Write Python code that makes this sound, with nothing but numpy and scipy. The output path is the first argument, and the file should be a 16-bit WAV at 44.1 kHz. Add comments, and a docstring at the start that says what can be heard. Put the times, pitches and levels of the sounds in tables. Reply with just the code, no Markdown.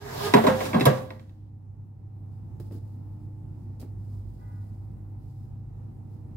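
"""Fryer drawer shutting in a kitchen

The basket drawer of a counter-top fryer slides in, knocks on its guides, rattles and latches shut: grains
of rubbing and short blows ring its modes, over hissing rails. A mains hum of wavering sines and a rumble of
banded noise lie below; later a hand ticks and rustles close to the microphone and a far two-tone horn sounds.
The recorder lowers its gain on the loud knocks, holds it and lets it come back."""
import sys
import numpy as np
from scipy import signal
from scipy.fft import rfft, irfft, next_fast_len
from scipy.io import wavfile

SR = 44100
rng = np.random.default_rng(int(sys.argv[2]) if len(sys.argv) > 2 else 0)


def dump(signal):
    """Clip the signal to [-1, 1] and save it as 16-bit WAV at the path in sys.argv[1]."""
    limited = np.clip(np.atleast_2d(signal).T, -1, 1)
    pcm = np.round(limited * 32767).astype(np.int16)
    wavfile.write(sys.argv[1], SR, pcm)


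N = 280476  # samples
TOP_HZ = SR / 2.2  # highest band edge


def from_db(db):
    """Gain of a level in dB."""
    return 10 ** (np.asarray(db) / 20)


def rms_one(x):
    """Scaled to rms 1."""
    return x / np.sqrt(np.mean(x ** 2) + 1e-20)


def in_time(rows):
    """Curve columns in dB at every sample; silent outside the table."""
    s, *columns = np.transpose(rows)
    return [np.interp(np.arange(N) / SR, s, column, -200, -200) for column in columns]


def at_hz(points, hz):
    """A spectrum read on a log frequency axis."""
    table_hz, values = np.transpose(points)
    return np.interp(np.log(hz), np.log(table_hz), values)


def drift(rate):
    """Slow random wandering of rms 1: white noise through two equal poles at the rate in Hz."""
    step = 40  # samples between computed points
    r = np.exp(-2 * np.pi * rate * step / SR)
    white = rng.standard_normal(N // step + 2002)
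    slow = signal.lfilter([1], [1, -2 * r, r * r], white)[2000:]  # settled part
    return np.interp(np.arange(N) / step, np.arange(len(slow)), rms_one(slow))


def ring(clicks, hz, t60):
    """A two-pole resonance: a unit click sets off a dying sine of height 1."""
    r, w = from_db(-60 / (t60 * SR)), 2 * np.pi * hz / SR
    return signal.lfilter([0, np.sin(w)], [1, -2 * r * np.cos(w), r * r], clicks + 1e-18)


def band(x, low_hz, high_hz):
    """Butterworth band-pass."""
    edges = [low_hz, min(high_hz, TOP_HZ)]
    return signal.sosfilt(signal.butter(2, edges, "band", fs=SR, output="sos"), x)


def burst(s, length, noise, size):
    """A contact: a click inside chatter that swells and dies away; energy 1."""
    t = np.arange(len(noise)) / SR
    force = noise * np.exp(-t / max(length, .0005)) * (1 - np.exp(-t / 0.0011))
    force[30] = 7.4  # the click
    at, out = round(s * SR), np.zeros(size)
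    out[at:at + len(t)] = force / np.sqrt(np.sum(force ** 2))
    return out


ONSET_S = 0.0024  # time constant


def dying(s, db, t60, size):
    """Quick starts that die away exponentially: summed gain at every sample."""
    starts, r = np.zeros(size), np.exp(-1 / (ONSET_S * SR))
    starts[np.round(np.asarray(s) * SR).astype(int)] = from_db(db)
    decay = from_db(-60 / (t60 * SR))
    return signal.lfilter([1 - r], np.convolve([1, -r], [1, -decay]), starts + 1e-18)


def swell(s, db, length):
    """A bell-shaped rise and fall of gain, down to 1/e one length from its peak."""
    return from_db(db) * np.exp(-((np.arange(N) / SR - s) / length) ** 2)


# How alike noise reaches the left and right microphones.
# Each row: frequency in Hz, likeness from -1 (opposite) to 1 (same).
LIKENESS = [(60, 0.89), (180, 0.77), (550, -0.16), (1650, -0.22), (4970, -0.06), (15000, 0.24)]


def banded_noise(spectrum, patchy_db, size):
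    """Half-octave bands of stereo noise, each with its own level, flicker and likeness; rms 1."""
    out, together = 0, drift(3)
    edges = 30 * 2 ** np.arange(0, 9.6, .5)
    white = rng.standard_normal((2, 2, size))
    for k, (low, high) in enumerate(zip(edges, edges[1:])):
        hz = np.sqrt(low * high)
        if hz < spectrum[0][0]:
            continue
        mid, side = band(white[k % 2], low, high)
        alike = np.clip(at_hz(LIKENESS, hz), -1, 1)
        flicker = (0.42 * together + drift(5.5))[:size]
        gain = from_db(at_hz(spectrum, hz) + patchy_db * flicker)
        out = out + gain * (np.sqrt(1 + alike) * mid + np.sqrt(1 - alike) * side * [[1], [-1]])
    return rms_one(out)


# Rumble of the kitchen around the microphone, its spectral shape.
# Each row: frequency in Hz, relative density in dB per Hz.
ROOM_TONE = [(18, -43), (30, -12), (48, -7), (69, -12.5), (86, -5.5), (103, -5), (156, -13.5), (244, -15),
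             (271, -22), (301, -22), (523, -39), (775, -34), (1270, -50.5), (3190, -63.5), (15800, -65.5)]
ROOM_DB = -43.5


def room_tone():
    """Steady kitchen rumble: gently flickering noise with most of its power in the bass."""
    return from_db(ROOM_DB) * banded_noise(ROOM_TONE, patchy_db=1.5, size=N)


# The two lowest hum tones in the room swell and sink.
# Each row: time in seconds, first tone in dB rms, second tone in dB rms.
SWELL = [(0.0, -92, -58), (0.49, -40, -30), (1.219, -62.5, -41), (1.86, -48, -37.5), (2.0, -68, -41),
         (2.198, -63.5, -36), (2.499, -56, -41.5), (2.7, -51, -39.5), (3.629, -52.5, -41),
         (4.13, -47.5, -36.5), (4.36, -45, -43.5), (4.6, -53.5, -35.5), (4.94, -48.5, -43),
         (5.15, -44.5, -39.5), (5.3, -57, -42), (5.671, -48, -38), (6.04, -61.5, -39.5), (6.36, -52.5, -37)]
# Pitches of those two tones, in Hz.
SWELL_HZ = [50.7, 100.3]
# Fainter hum of motors and mains.
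# Each row: frequency in Hz, level in dB rms, waver in dB.
HUM = [(130.2, -51, 2.5), (303, -68, 7.5), (353, -69, 2.5), (773, -72, 1.5), (868, -76.5, 3)]


def hum():
    """Sines that waver in level and a little in phase."""
    t = np.arange(N) / SR
    tones = [(hz, db, 1.5) for hz, db in zip(SWELL_HZ, in_time(SWELL))] + HUM
    out = 0
    for hz, db, waver_db in tones:
        gain = np.sqrt(2) * from_db(db + waver_db * drift(0.69))
        out = out + gain * np.sin(2 * np.pi * hz * t + .5 * drift(1.1))
    return out


# Blasts of a far car horn.
# Each row: start in seconds, length in seconds, level in dB.
HORN = [(4.374, 0.17, -73), (4.932, 0.083, -89)]
# Its two tones. Each row: pitch in Hz, level in dB.
HORN_HZ = [(407, -1.5), (487, 1.5)]
# What reaches the kitchen from the street. Each row: frequency in Hz, gain in dB.
HORN_PATH = [(400, -20), (800, 8), (1000, 9.5), (1500, 1), (2000, -1.5), (2500, -17.5), (3500, -29)]
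HORN_ATTACK_S, HORN_ECHO_T60_S = 0.041, 0.8


def horn():
    """Harmonics 2 to 6 of two buzzing diaphragms, thinned by distance and the window, with an echo tail."""
    t = np.arange(N) / SR
    tones = 0
    for hz, db in HORN_HZ:
        for k in range(2, 7):
            gain = from_db(db + at_hz(HORN_PATH, k * hz) + 2.5 * drift(20))
            phase = 1.3 * drift(12) + rng.uniform(0, 2 * np.pi, (2, 1))  # each side starts at its own phase
            tones = tones + gain * np.sin(2 * np.pi * k * hz * t + phase)
    blasts = 0
    for s, length, db in HORN:
        attack = np.clip((t - s) / HORN_ATTACK_S, 0, 1)
        tail_db = -60 * np.maximum(t - s - length, 0) / HORN_ECHO_T60_S
        blasts = blasts + attack * from_db(db + tail_db)
    return blasts * tones


KITCHEN_T60_S, WALL_CUT_HZ = 0.41, 6000


def kitchen(x):
    """Eight feedback delays a side, duller on every round, evaluated as a frequency response."""
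    size = next_fast_len(N + SR)
    turn = np.exp(-2j * np.pi * np.arange(size // 2 + 1) / size)  # a delay of one sample
    dull = np.exp(-2 * np.pi * WALL_CUT_HZ / SR)
    spectrum, out = rfft(x, size), np.zeros((2, size // 2 + 1), complex)
    for k, lag in enumerate((rng.uniform(.008, .03, 16) * SR).astype(int)):
        loss = from_db(-60 * lag / SR / KITCHEN_T60_S)
        loop = loss * (1 - dull) / (1 - dull * turn) * turn ** lag
        out[k % 2] += spectrum * loop / (1 - loop) * (-1) ** (k // 2)
    return irfft(out, size)[:, :N]


# A hand ticks close to the microphone.
# Each row: start in seconds, tick in dB, thud in dB, decay time constant in seconds,
# rustle left behind in dB, its t60 in seconds.
TICKS = [(2.5993, -30, -30.5, 0.012, -66.5, 0.73), (2.7105, -62.5, -30.5, 0.016, -69, 0.37),
         (2.7212, -30, -32, 0.086, -77, 0.35), (3.797, -31.5, -42, 0.028, -74, 0.34),
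         (3.814, -27.5, -37, 0.014, -70, 0.29), (3.826, -52, -30.5, 0.021, -87, 0.25)]
# Sleeve and fingers brush past the microphone.
# Each row: time of the peak in seconds, peak gain in dB, length to 1/e in seconds.
RUSTLE = [(2.362, -83, 0.055), (2.932, -82.5, 0.072), (3.211, -81.5, 0.11), (3.6, -85.5, 0.089),
          (3.805, -56.5, 0.0066), (4.11, -74, 0.096), (4.45, -76, 0.24), (4.753, -85, 0.16),
          (5.339, -77, 0.14), (6.142, -81, 0.044)]
RUSTLE_FLOOR_DB = -88
MIC_PEAK_HZ, MIC_PEAK_T60_S = 5200, 0.0063


def hand():
    """Contacts heard as bright ticks and dull resonant thuds, and a faint rustle of high noise."""
    out = np.zeros((2, N))
    rustle = from_db(RUSTLE_FLOOR_DB) + sum(swell(*row) for row in RUSTLE)
    for s, tick_db, thud_db, length, tail_db, tail_t60 in TICKS:
        force = np.array([burst(s, length, rng.standard_normal(3000), size=N) for side in range(2)])
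        thud = ring(force[0], 296, 0.019) + ring(force[1], 231, 0.012) + 0.39 * ring(force, 364, 0.022)
        out += from_db(tick_db) * band(force, 1700, 19000) + from_db(thud_db) * thud
        rustle = rustle + dying(s, tail_db, tail_t60, size=N)
    fabric = rms_one(band(rng.standard_normal((2, N)), 3200, TOP_HZ))
    out += rustle * from_db(1.5 * drift(30)) * fabric
    return out + from_db(-23) * ring(out, MIC_PEAK_HZ, MIC_PEAK_T60_S)  # the microphone ports ring a little


# Hiss of the rails under the drawer, its spectral shape.
# Each row: frequency in Hz, relative density in dB per Hz.
RAILS = [(600, -2.5), (900, 2.5), (1200, -8), (1640, -1.5), (2450, -10.5), (3420, -7.5), (5150, -11.5),
         (6500, -14), (9000, -17), (13000, -17.5), (17000, -21.5)]
SPLASH_DB, SPLASH_T60_S = -20.5, 0.12  # re crack


def rails(hiss_db, s, crack_db):
    """Sliding noise; each crack also shakes a dying hiss out of the rails."""
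    size = len(hiss_db)
    splash = dying(s, crack_db + SPLASH_DB, SPLASH_T60_S, size=size)
    return (from_db(hiss_db) + splash) * banded_noise(RAILS, patchy_db=1.5, size=size)


# Overtones of the groaning pan. Each row: multiple of its pitch, level in dB.
PAN_OVERTONES = [(1, 0), (2, -12), (3, -10), (4, -10)]
# One rise of the groan: time of the peak in seconds, gain in dB, length to 1/e in seconds.
GROAN_SWELL = (0.265, -31, 0.035)
GROAN_DB = -47  # steady until the first knock
PAN_HZ, PAN_T60_S = 409, .15


def pan(grains, first_knock):
    """The grains of rubbing set harmonic resonances groaning."""
    size = len(grains)
    before_knock = np.arange(size) / SR < first_knock
    groan = from_db(GROAN_DB) * before_knock + swell(*GROAN_SWELL)[:size]
    return groan * sum(from_db(db) * rms_one(ring(grains, k * PAN_HZ, PAN_T60_S)) for k, db in PAN_OVERTONES)


CLATTER_DB, CLATTER_T60_S = -23, 0.25  # re knock level


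def clatter(s, peak, grains):
    """The many short plastic modes between those listed: dying band noise after each knock."""
    size = len(grains)
    noise = band(grains + rng.standard_normal((2, size)), 298, 1500)
    return dying(s, peak + CLATTER_DB, CLATTER_T60_S, size=size) * rms_one(noise)


BASKET_HZ, BASKET_T60_S, BASKET_WAVER_DB = 522, 0.53, 0.5
BASKET_STOP_S, BASKET_STOP_T60_S = 0.85, 0.08  # a knock seats the basket and chokes its ring


def basket(s, db, size):
    """One metal mode struck by every knock; rings begun before the basket is seated are choked."""
    t = np.arange(size) / SR
    early, late = np.zeros((2, size))
    for at, level in zip(s, db):
        clicks = early if at < BASKET_STOP_S else late
        clicks[round(at * SR)] = from_db(level)
    choke = from_db(-60 * np.maximum(t - BASKET_STOP_S, 0) / BASKET_STOP_T60_S)
    rings = choke * ring(early, BASKET_HZ, BASKET_T60_S) + ring(late, BASKET_HZ, BASKET_T60_S)
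    return from_db(BASKET_WAVER_DB * drift(15)[:size]) * rings


# Modes of the drawer body.
# Each row: frequency in Hz, level in dB, t60 in seconds.
BODY = [(128.2, -5.5, 0.18), (158, -8, .12), (194, -7, 0.075), (223, -11, 0.21), (248, -6, 0.086),
        (343, -5, 0.059), (342, -7.5, .07), (403, -7.5, 0.1), (447, -8, 0.037), (485.4, -8.5, 0.07),
        (553, -13.5, 0.14), (590, -7, 0.048), (620.8, -9.5, 0.12), (715, -12.5, 0.08), (774, -15.5, 0.15),
        (760, -14.5, .06), (876, -17, 0.095), (951.7, -12, 0.038), (1039, -10.5, 0.038), (1097, -9.5, 0.02),
        (1158.6, -11.5, 0.052), (1290, -17, 0.017), (1480, -21, 0.04), (1632, -18.5, 0.15),
        (1910, -10, 0.018), (2190, -8.5, 0.014), (2660, -14, 0.016), (3250, -8, 0.011),
        (3900, -4.5, 0.0081), (5100, -9.5, 0.0043), (7182, -8.5, 0.0072), (11300, -12.5, 0.0046),
        (14176, -14.5, .004)]


def drawer_body(forces, knocks, grains, rub_db, rumble_db):
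    """Knocks and rubbing drive the same damped modes; higher ones reach the sides out of step."""
    s, peak, thud, crack, _, thud_hz, tilt = knocks
    size = len(grains)
    out = np.zeros((2, N))
    for k, (hz, level_db, t60) in enumerate(BODY):
        low = np.interp(np.log(hz), np.log([240, 380]), [1, 0])
        high = np.interp(np.log(hz), np.log([1200, 2000]), [0, 1])
        near_thud = thud - 12 * np.log2(hz / thud_hz) ** 2  # knocks favour low modes near their own pitch
        cracks = crack + tilt * np.log2(hz / 3000)
        blow_db = peak + low * near_thud + high * cracks + rng.normal(0, 1.5, len(s))
        blows = from_db(blow_db) @ forces
        rub = grains * from_db(low * rumble_db + (1 - low) * rub_db - 13.5 - 10 * high)
        mode = (-1) ** k * from_db(level_db) * ring(blows + rub, hz, t60)
        lag = int(rng.uniform(0, np.clip(hz / 700, 0, 1) ** 2) * SR / hz)  # right side, up to one period
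        out[0, :size] += mode
        out[1, lag:size + lag] += mode
    return out


# The slide of the drawer.
# Each row: time in seconds, drive of the rubbing body in dB, hiss of the rails in dB.
SLIDE = [(0.0, -54, -51), (0.19, -39.5, -38), (0.268, -40, -32), (0.314, -41, -40), (0.424, -38.5, -34),
         (0.53, -34, -36.5), (0.654, -39, -30), (0.712, -38.5, -36), (0.786, -33.5, -44),
         (0.88, -32.5, -39.5), (0.982, -44, -41), (1.098, -52.5, -56.5), (1.314, -77, -66.5),
         (1.5, -93.5, -78)]
# Knocks on the guides, up to the latch.
# Each row: start in seconds, drive level in dB, then in dB re that level the thud, the crack and
# the basket ring, thud pitch in Hz, crack tilt in dB per octave.
KNOCKS = [(0.337, 5.5, 0.5, -8, -35, 246, -3), (0.365, -1, -6.5, -12.5, -30, 235, -5.5),
          (0.438, -4, -5.5, -13, -28.5, 239.4, -4.5), (.467, 2, -6.5, -10, -30.5, 271.4, -3),
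          (.485, -8, -3, -15, -2, 129.8, -17.5), (.503, -17.5, 7.5, -16.5, -17, 218.2, -1.5),
          (0.605, -13.5, 0.5, -3, -21.5, 241.2, -6.5), (0.654, -17, -3, -1, -27.5, 300, -4),
          (0.731, -12.5, 6, -3.5, -25, 225, -12.5), (0.743, -3.5, 3.5, -12, -22, 190, -5),
          (0.762, -12.5, 1, -13.5, -29.5, 205, -2), (0.78, -20.5, 3.5, -14.5, -23.5, 200, -2),
          (0.797, -23, -0.5, 7, -27.5, 210.8, 1.5), (.808, -14.5, 14.5, 8.5, -27.5, 191.7, -7),
          (.854, -2.5, 1, -5.5, -31, 163.4, 7.7), (0.861, 2.5, 8, -14.5, -16.5, 166.1, -5),
          (0.881, -36, 20, -23.5, -26, 200.4, -0.5), (0.896, -24, 17, -26, -5.5, 130.9, -1),
          (.974, -23.5, -23, -13, -43, 132, -13), (1.104, -25.5, -7, 0, -20, 202, -10.5),
          (1.148, -57, -5, -4, -27, 197, -10), (1.195, -42, 7, 2.5, -24, 201, -5),
          (1.294, -61, -6, 12.5, -26, 200, -2)]
RUMBLE_DB, RUMBLE_GROWS_DB_PER_S = -9, 12  # low modes re rubbing: at the start, and as it enters the cavity
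CHATTER_S, CHATTER_HALVES_S = 0.017, 0.45  # chatter shortens as the drawer is held more tightly
GRAINS_PER_S = 1500


def drawer():
    """Random grains of rubbing and chattering blows excite body, basket, pan and rails for two seconds."""
    span = 2 * SR
    t = np.arange(span) / SR
    rub_db, hiss_db = [column[:span] for column in in_time(SLIDE)]
    rumble_db = rub_db + RUMBLE_DB + RUMBLE_GROWS_DB_PER_S * t
    knocks = np.transpose(KNOCKS)
    s, peak, _, crack, basket_db, _, tilt = knocks
    lengths = CHATTER_S * .5 ** ((s - s[0]) / CHATTER_HALVES_S)
    forces = np.array([burst(at, length, rng.standard_normal(3000), size=span)
                       for at, length in zip(s, lengths)])
    is_grain = rng.random(span) < GRAINS_PER_S / SR
    grain_db = np.minimum(rng.exponential(1, span), 4)
    grains = rms_one(is_grain * from_db(grain_db) * rng.choice([-1, 1], span))
    out, hiss = drawer_body(forces, knocks, grains, rub_db, rumble_db), np.zeros((2, N))
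    out[:, :span] += basket(s, peak + basket_db, span)
    out[:, :span] += clatter(s, peak, grains)
    out[:, :span] += pan(grains, s[0])
    hiss[:, :span] = rails(hiss_db, s, peak + crack + tilt)  # the crack an octave above 3 kHz
    return band(out, 120, TOP_HZ), hiss  # a small body radiates little deep bass


WET_DB = -18
LEFT_DB = -1.3  # left re right


def scene():
    """Drawer and hand in the kitchen, over hum, room tone and horn."""
    body, hiss = drawer()
    near = body + hand()
    floor = hum() + room_tone()
    echo = from_db(WET_DB) * kitchen(band(near[0], 240, 16000))
    sound = near + echo + hiss + floor + horn()
    return sound * from_db([[LEFT_DB / 2], [-LEFT_DB / 2]])


MIC_LOW_HZ, CUTOFF_HZ = 44.3, 15800
LOUD_DB, DUCK_DB, HOLD_S, RECOVER_S = -10.5, -6, 1, 0.39


def record(dry):
    """The microphone drops deep bass; gain ducks on loud peaks, holds, recovers; peaks soften, top is cut."""
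    t = np.arange(N) / SR
    dry = signal.sosfilt(signal.butter(4, MIC_LOW_HZ, "high", fs=SR, output="sos"), dry)
    loud = np.abs(dry).max(axis=0) > from_db(LOUD_DB)
    last_loud = np.maximum.accumulate(np.where(loud, t, -10))
    duck = np.clip(1 - (t - last_loud - HOLD_S) / RECOVER_S, 0, 1)
    duck = signal.lfilter([.002], [1, -.998], duck)  # the gain moves smoothly
    fade_in = np.clip(t / 0.027, 0, 1)
    wet = np.tanh(dry * from_db(DUCK_DB * duck) * fade_in)
    return signal.sosfilt(signal.ellip(10, .5, 70, CUTOFF_HZ, fs=SR, output="sos"), wet)


dry = scene()
out = record(dry)
dump(out)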